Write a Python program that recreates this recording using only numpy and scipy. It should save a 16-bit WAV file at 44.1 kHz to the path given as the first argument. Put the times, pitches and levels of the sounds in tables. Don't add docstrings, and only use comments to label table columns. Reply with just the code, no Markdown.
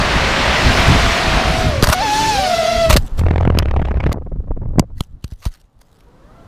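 import sys
import numpy as np
from scipy import signal
from scipy.fft import rfft, irfft, next_fast_len
from scipy.io import wavfile
from scipy.ndimage import uniform_filter1d, map_coordinates

SR = 44100
rng = np.random.default_rng(int(sys.argv[2]) if len(sys.argv) > 2 else 0)


def pcm_store(signal):
    levels = np.round(np.clip(np.atleast_2d(signal), -1, 1) * 32767)
    wavfile.write(sys.argv[1], SR, levels.astype(np.int16).T)


N = 285327

# time in seconds, then relative levels in dB of headwind, blade hiss, buffeting.
FLIGHT_AIR = [(0, -20.5, -35.5, -22.5), (.45, -19.5, -35, -22), (.65, -19, -30.5, -16.5),
              (.95, -19.5, -29, -16), (1.1, -20.5, -30, -22), (1.4, -21, -35, -20.5),
              (1.6, -26.5, -31, -20.5), (1.8, -32, -39.5, -23), (2.039, -31, -32, -31.5),
              (2.15, -31.5, -25.5, -26), (2.5, -34.5, -29, -31.5), (2.86, -36, -32, -23.5),
              (2.97, -44.5, -56, -22.5)]
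# time in seconds, level in dB.
FAR_AIR = [(3.2, -41), (4.1, -59), (5.7, -62.5), (6.2, -49.5), (6.47, -45.5)]
# frequency in Hz, relative level in dB.
HEAVE_SPECTRUM = [(8.8, -30.5), (15, 2.5), (97, -9), (278, -28), (500, -61.5), (650, -93), (1100, -120)]
CRACKLE_SPECTRUM = [(88, -10.5), (150, 8), (189, -4.5), (505, -5.5), (818, -10.5), (1180, -14), (1600, -18),
                    (2270, -19), (15000, -61)]


def amp(db):
    return 10 ** (np.asarray(db) / 20)


def unit(x):
    return x / np.sqrt(np.mean(x ** 2) + 1e-20)


def curves(rows, outside=None):
    s, *columns = np.transpose(rows)
    return [np.interp(np.arange(N) / SR, s, column, outside, outside) for column in columns]


def wobble(rate):
    return map_coordinates(rng.standard_normal(int(N * rate / SR) + 4), [np.arange(N) * rate / SR])


def filtered(x, response):
    size = next_fast_len(N + SR // 2)
    return irfft(rfft(x, size) * response(np.fft.rfftfreq(size, 1 / SR)), size)[:N]


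def dulled(x, corner_hz):
    return unit(filtered(x, lambda hz: 1 / (1 + (hz / corner_hz) ** 3)))


def noise(spectrum, patchy_db):
    bins = signal.stft(rng.standard_normal(N + 512), nperseg=512)[2]
    patches = uniform_filter1d(uniform_filter1d(rng.standard_normal(bins.shape), 6, 0), 8, 1)
    patchy = signal.istft(bins * amp(patchy_db * unit(patches)), nperseg=512)[1][:N]
    knots_hz, db = np.transpose(spectrum)
    return unit(filtered(patchy, lambda hz: amp(np.interp(np.log(hz + 1), np.log(knots_hz + 1), db))))


def rotor(rows, partials, unsteady, flutter_db):
    blades, magnet_steps = 3, 42
    on = slice(round(rows[0][0] * SR), round(rows[-1][0] * SR))
    hz, db, *whine_db = [curve[on] for curve in curves(rows)]
    shaft = 2 * np.pi * np.cumsum(hz * (1 + unsteady * wobble(70)[on])) / (blades * SR)
    tone = sum(amp(level + 4 * wobble(60)[on]) * np.sin(magnet_steps * shaft) for level in whine_db)
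    for k, level in partials:
        depth_db = 1.8 if k == blades else flutter_db
        tone += amp(db + level + depth_db * wobble(90)[on]) * np.sin(k * shaft)
    out = np.zeros(N)
    out[on] = np.sqrt(2) * signal.windows.tukey(len(hz), 900 / len(hz)) * tone
    return out


def near_drone():
    # multiple of the shaft rate, relative level in dB.
    partials = [(1, -20), (2, -24.5), (3, -2), (6, -16), (9, -18.5), (12, -21), (15, -19.5), (18, -23),
                (21, -24.5), (24, -30)]
    # time in seconds, blade rates in Hz of the slowest rotor and of the one whose motor whines.
    cruise = np.array([(0, 608, 665), (0.199, 547, 621), (.45, 541, 607), (0.601, 620, 683),
                       (.8, 665, 732.4), (1, 683, 735), (1.18, 654, 698), (1.41, 640.5, 707.4),
                       (1.6, 657.6, 710), (1.68, 629, 709), (1.75, 561, 615), (1.82, 495, 542)])
    # time in seconds, blade rate in Hz.
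    outer = [(1.2, 750), (1.3, 760), (1.6, 748), (1.7, 706)]
    racing = [(1.94, 738), (1.995, 739), (2.026, 901.5), (2.087, 835), (2.199, 876), (2.3, 880),
              (2.35, 809), (2.45, 745), (2.55, 682), (2.64, 632), (2.699, 668.4), (2.74, 649), (2.8, 670.4),
              (2.861, 666), (2.949, 602.6)]
    stalling = [(2, 709), (2.05, 470), (2.1, 338.4), (2.2, 404), (2.3, 394.7), (2.4, 571), (2.55, 671.4),
                (2.74, 687), (2.871, 662)]
    idling = [(2.08, 325), (2.18, 332), (2.29, 349)]
    steady = [(2.45, 688.7), (2.55, 705), (2.64, 732.4), (2.7, 696), (2.78, 703)]
    # level at the hover rate in dB, growth in dB per octave.
    tones = [(-21, 14), (-25.5, 10.5), (-21, 12), (-21, 16.5), (-23, 14.5), (-27, 6.5), (-30, 14)]
    rates = [cruise[:, [0, 1]], outer, racing, stalling, idling, cruise[:, [0, 2]], steady]
    hover_hz, sink_db_per_db = 700, 0.5
    air_s, rush_db, *_ = np.transpose(FLIGHT_AIR)
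    out = np.zeros(N)
    for k, (rows, (db, growth_db)) in enumerate(zip(rates, tones)):
        s, hz = np.transpose(rows)
        octaves = np.log2(hz / hover_hz)
        headwind_db = np.interp(s, air_s, rush_db) - rush_db.mean()
        tone_db = db + growth_db * octaves - sink_db_per_db * headwind_db
        whine_db = [-53.5 + 24.5 * octaves] if k >= 5 else []
        out += rotor(np.transpose([s, hz, tone_db, *whine_db]), partials, unsteady=.0065, flutter_db=3.5)
    return out


def air():
    # frequency in Hz, relative level in dB.
    rush_spectrum = [(120, -8.5), (200, -4), (317, -8), (650, -4.5), (894, -4), (2110, -6), (4190, -13.5),
                     (9000, -34), (11700, -55), (19800, -120)]
    hiss_spectrum = [(590, -24.5), (1000, -15), (2390, -5), (2620, -3), (5380, -2.5), (8360, -13.5),
                     (14800, -24.5), (15500, -26), (16000, -59)]
    buffet_spectrum = [(8.8, -39), (15, -0.5), (32, -5), (51, 0.5), (137, -8.5), (317, -16.5), (400, -18.5),
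                       (520, -36.5), (880, -120)]
    night_spectrum = [(59, -34), (100, -2), (391, -10), (1210, -17), (2270, -30), (3840, -31.5),
                      (15000, -48.5)]
    rush_db, hiss_db, buffet_db = curves(FLIGHT_AIR, outside=-200)
    gust = wobble(25)
    rush = amp(rush_db + 4 + .2 * gust + .4 * wobble(150)) * noise(rush_spectrum, patchy_db=1)
    hiss = amp(hiss_db + 2.5 + .24 * gust) * noise(hiss_spectrum, patchy_db=2)
    lumps = amp(.8 * gust + 1.5 * wobble(12))
    buffet = amp(buffet_db + 3) * unit(lumps * noise(buffet_spectrum, patchy_db=3))
    night = amp(curves(FAR_AIR)[0]) * noise(night_spectrum, patchy_db=.6)
    return rush + hiss + buffet + night


def cracks():
    # time in seconds, relative level in dB, time to fall 60 dB in seconds.
    impacts = [(1.826, 7, 0.0085), (1.834, 0.5, 0.081), (1.872, -4.5, 0.048), (1.888, -4, 0.046),
               (1.901, -6, 0.027), (1.916, -12, .06), (1.926, -5, 0.064), (1.932, -5, .045), (2.9, 2, .068),
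               (2.907, -4, .054), (2.928, -8, 0.035), (2.93, -1.5, .045), (2.936, -9.5, 0.078),
               (2.965, 5.5, 0.019), (2.970, 9.5, .013), (2.974, -11, 0.043), (3.181, -23, .075),
               (3.193, -19, .044), (3.588, 1.5, 0.013), (3.594, -27.5, .025), (4.121, -20, .023),
               (4.128, -10, 0.013), (4.7956, 5.5, .011), (5.007, -9, .011), (5.243, -16, 0.017),
               (5.321, -34, 0.022), (5.427, -32.5, 0.16), (5.454, -15.5, 0.019), (5.463, -20.5, 0.05),
               (5.548, -36, 0.031), (5.817, -40.5, .017), (5.929, -45.5, .015), (6.007, -40, .014)]
    # frequency in Hz, relative level in dB.
    spectrum = [(350, -25), (600, 7.5), (791, -4.5), (1200, 1.5), (1790, -5), (4770, -10.5), (14400, -17.5),
                (16300, -36)]
    # resonance frequency in Hz, bandwidth in Hz, gain in dB.
    case_modes = [(990, 83, -8.5), (2030, 300, -8.5), (4300, 1600, -2)]
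    t, envelope, snaps = np.arange(N) / SR, np.zeros(N), np.zeros(N)
    for s, db, t60 in impacts:
        rise_s = .0001 + .036 * t60
        below_peak_db = np.where(t < s, 9 * (s - t) / rise_s, 60 * (t - s) / t60)
        envelope += amp(db - 11.5 - np.clip(below_peak_db, 0, 300))
        snaps[round(s * SR)] += amp(db + 12) * np.exp(-(rise_s / .0018) ** 2)
    bursts = envelope * amp(3.5 * wobble(900)) * noise(spectrum, patchy_db=2.5)

    def case_response(f):
        return sum(amp(db) * 1j * f * width / (hz * hz - f * f + 1j * f * width)
                   for hz, width, db in case_modes)
    return bursts + filtered(bursts + snaps, case_response)


def thumps():
    # start in seconds, level in dB, nominal frequency in Hz, decay scale in cycles, direction.
    shoves = [(1.828, 4.5, 230, 6.3, -1), (1.826, -0.5, 30, 2.1, 1), (1.881, -5, 90, 5.4, 1),
              (1.899, -2.5, 132.4, 4.7, 1), (2.901, -2, 91, 6, 1), (2.933, 5.5, 59, 2.4, 1),
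              (2.957, -2.5, 513, 16, 1), (2.968, -6, 151, 9.3, -1), (2.979, -4, 71, 8.9, 1),
              (3.12, -12, 34.8, 8.6, 1), (3.586, -9, 258, 2.1, -1), (4.504, -10.5, 45.4, 9, 1),
              (4.775, -8, 115, 3.7, -1), (4.7964, 5, 300, 7.5, -1), (5.008, -3.5, 125, 2.3, 1),
              (5.243, -13.5, 127, 6.6, -1), (5.322, -17.5, 90, 6.3, 1), (5.463, -6.5, 80.6, 6, -1)]
    t, out = np.arange(SR // 4) / SR, np.zeros(N + SR)
    for s, db, hz, life, direction in shoves:
        cycles = np.log1p(1.245 * hz * t) / .9
        envelope = amp(db - 60 * hz * t / (1.6 * life)) * np.tanh(9 * cycles)
        out[round(s * SR):][:len(t)] += np.sign(direction) * envelope * np.sin(2 * np.pi * cycles)
    return out[:N]


def heave():
    # time in seconds, relative level in dB.
    pressure = [(2.97, -19), (3.04, -19.5), (3.09, -42), (3.14, -24.5), (4.1, -19.5), (4.15, -28.5),
                (4.4, -22), (4.44, -35.5), (4.65, -23), (4.82, -22.5), (4.87, -36.5), (4.98, -28),
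                (5.06, -47.5), (5.15, -32), (5.21, -47), (5.7, -55), (6.47, -46)]
    return amp(curves(pressure, outside=-200)[0] + 3) * noise(HEAVE_SPECTRUM, patchy_db=2.04)


def rustle():
    # loudest moment in seconds, level in dB, time to fall 60 dB in seconds.
    brushes = [(3.0, -42.5, 0.34), (3.065, -44, .06), (3.19, -46, 0.19), (4.98, -50.5, 0.082),
               (5.01, -46, 0.17), (5.24, -49, 0.1), (5.28, -55, 0.084), (5.32, -46.5, 0.12),
               (5.4, -52.5, .15), (5.455, -39.5, .15), (5.54, -53, 0.26), (5.6, -61, .15),
               (5.82, -59.5, 0.23), (5.95, -62.5, 0.6)]
    # frequency in Hz, relative level in dB.
    spectrum = [(470, -30.5), (800, -3.5), (862, -19.5), (2000, -8.5), (2210, -20), (2910, -8.5),
                (13100, -18), (16000, -25)]
    # time in seconds, level in dB, frequency in Hz.
    squeaks = [(5.04, -50, 6300), (5.28, -58, 3600), (5.395, -55, 6300), (5.41, -57, 6200),
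               (5.54, -56, 5200)]
    swell_share, squeak_s = .6, .0053
    t = np.arange(N) / SR
    envelope = amp(-85.5) * (t > 5)
    for s, db, t60 in brushes:
        below_peak_db = 60 * np.where(t < s, (s - t) / swell_share, t - s) / t60
        envelope += amp(db - np.clip(below_peak_db, 0, 300))
    clumps = amp(5.5 * wobble(250) + 4 * wobble(1500))
    scratch = envelope * unit(clumps * noise(spectrum, patchy_db=4))
    squeak = sum(amp(db) * np.exp(-((t - s) / squeak_s) ** 2) * np.sin(2 * np.pi * hz * t)
                 for s, db, hz in squeaks)
    return scratch + squeak * wobble(1300)


def spin():
    # time in seconds, turns so far.
    rotation = [(3.166, 0), (3.5495, 16), (3.624, 19), (3.655, 20), (3.823, 26), (3.884, 28), (4.154, 37)]
    start, end, edge_s, dull_share = 3.17, 4.14, .023, .6
    edge_db, = curves([(start, -17.5), (start + edge_s, 0), (end - edge_s, 0), (end, -17.5)], outside=-400)
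    turn, = curves(rotation)
    turns_per_s = uniform_filter1d(np.gradient(turn) * SR, size=2000)
    dip_db = 3 * np.exp(-((np.arange(N) / SR - 3.85) / .18) ** 2)
    crackle_db = -19 - dip_db + edge_db
    throb_db = -17.5 + .43 * (turns_per_s - 34) + edge_db
    live = crackle_db > -200
    shift, width, strength, push = rng.standard_normal((int(turn[-1]) + 2, 4)).T
    nearest = np.round(turn).astype(int)
    off_wind = turn - nearest - .05 - .06 * shift[nearest]
    facing = np.exp(-(off_wind / (.13 * amp(2.2 * width[nearest]))) ** 2) * amp(2.2 * strength[nearest])
    ragged = amp(9.2 * np.tanh(wobble(500))) * (facing + .089 * amp(5.4 * wobble(120)))
    wind = noise(CRACKLE_SPECTRUM, patchy_db=2)
    crackle = ragged * ((1 - dull_share) * wind + dull_share * dulled(wind, corner_hz=2300))
    phase = (turn - .05) % 1
    throb = np.sin(2 * np.pi * 2.02 * phase) * np.sin(np.pi * phase ** .45)
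    throb *= amp(.6 * push[(turn - .05).astype(int)])
    return amp(crackle_db) * crackle / np.std(crackle[live]) + amp(throb_db) * throb / np.std(throb[live])


def gusts():
    # time in seconds, relative level in dB.
    port_gusts = [(4.142, -17.5), (4.158, -25), (4.17, -19.5), (4.182, -24), (4.216, -25), (4.265, -23),
                  (4.32, -16.5), (4.359, -25.5), (4.402, -32.5), (4.437, -35), (4.475, -25.5),
                  (4.508, -12.5), (4.569, -25), (4.613, -28), (4.628, -25), (4.654, -24), (4.686, -31),
                  (4.708, -27.5), (4.734, -27), (4.756, -19), (4.782, -11.5), (4.818, -21), (4.834, -28),
                  (4.903, -33.5)]
    t, envelope = np.arange(N) / SR, np.zeros(N)
    for s, db in port_gusts:
        width_s = .006 * amp(-.15 * (db + 20.5))
        envelope += amp(db - 5.5) * np.exp(-((t - s - .004) / width_s) ** 2)
    lingering = signal.lfilter([.002], [1, -.9985], envelope)
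    puffs = envelope * amp(5.3 * wobble(300)) * dulled(noise(CRACKLE_SPECTRUM, patchy_db=-1), corner_hz=880)
    return puffs + amp(.5) * lingering * noise(HEAVE_SPECTRUM, patchy_db=3.5)


def far_drone():
    # multiple of the shaft rate, relative level in dB.
    partials = [(3, 0), (6, -5), (9, -16)]
    # time in seconds, blade rate in Hz.
    rates = [
        [(6.05, 468), (6.2, 523), (6.32, 638), (6.38, 683), (6.47, 671)],
        [(5.9, 414.5), (6.02, 477), (6.3, 483), (6.38, 529), (6.47, 540)],
    ]
    over_wash_db = [-8.5, -12.5]
    out = np.zeros(N)
    for rows, db in zip(rates, over_wash_db):
        course = [(s, hz, db + np.interp(s, *np.transpose(FAR_AIR))) for s, hz in rows]
        out += rotor(course, partials, unsteady=.0067, flutter_db=5)
    return out


def scene():
    mono = near_drone() + air() + cracks() + thumps() + heave() + rustle() + spin() + gusts() + far_drone()
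    return np.array([mono, mono])


def record(dry):
    ceiling, shelf_hz, top_hz = .86, 15300, 16400
    clipped = dry[0] / (1 + np.abs(dry[0] / ceiling) ** 8) ** (1 / 8)
    mono = filtered(clipped, lambda hz: (hz < top_hz) * np.where(hz > shelf_hz, amp(-16), 1))
    return np.array([mono, mono])


dry = scene()
out = record(dry)
pcm_store(out)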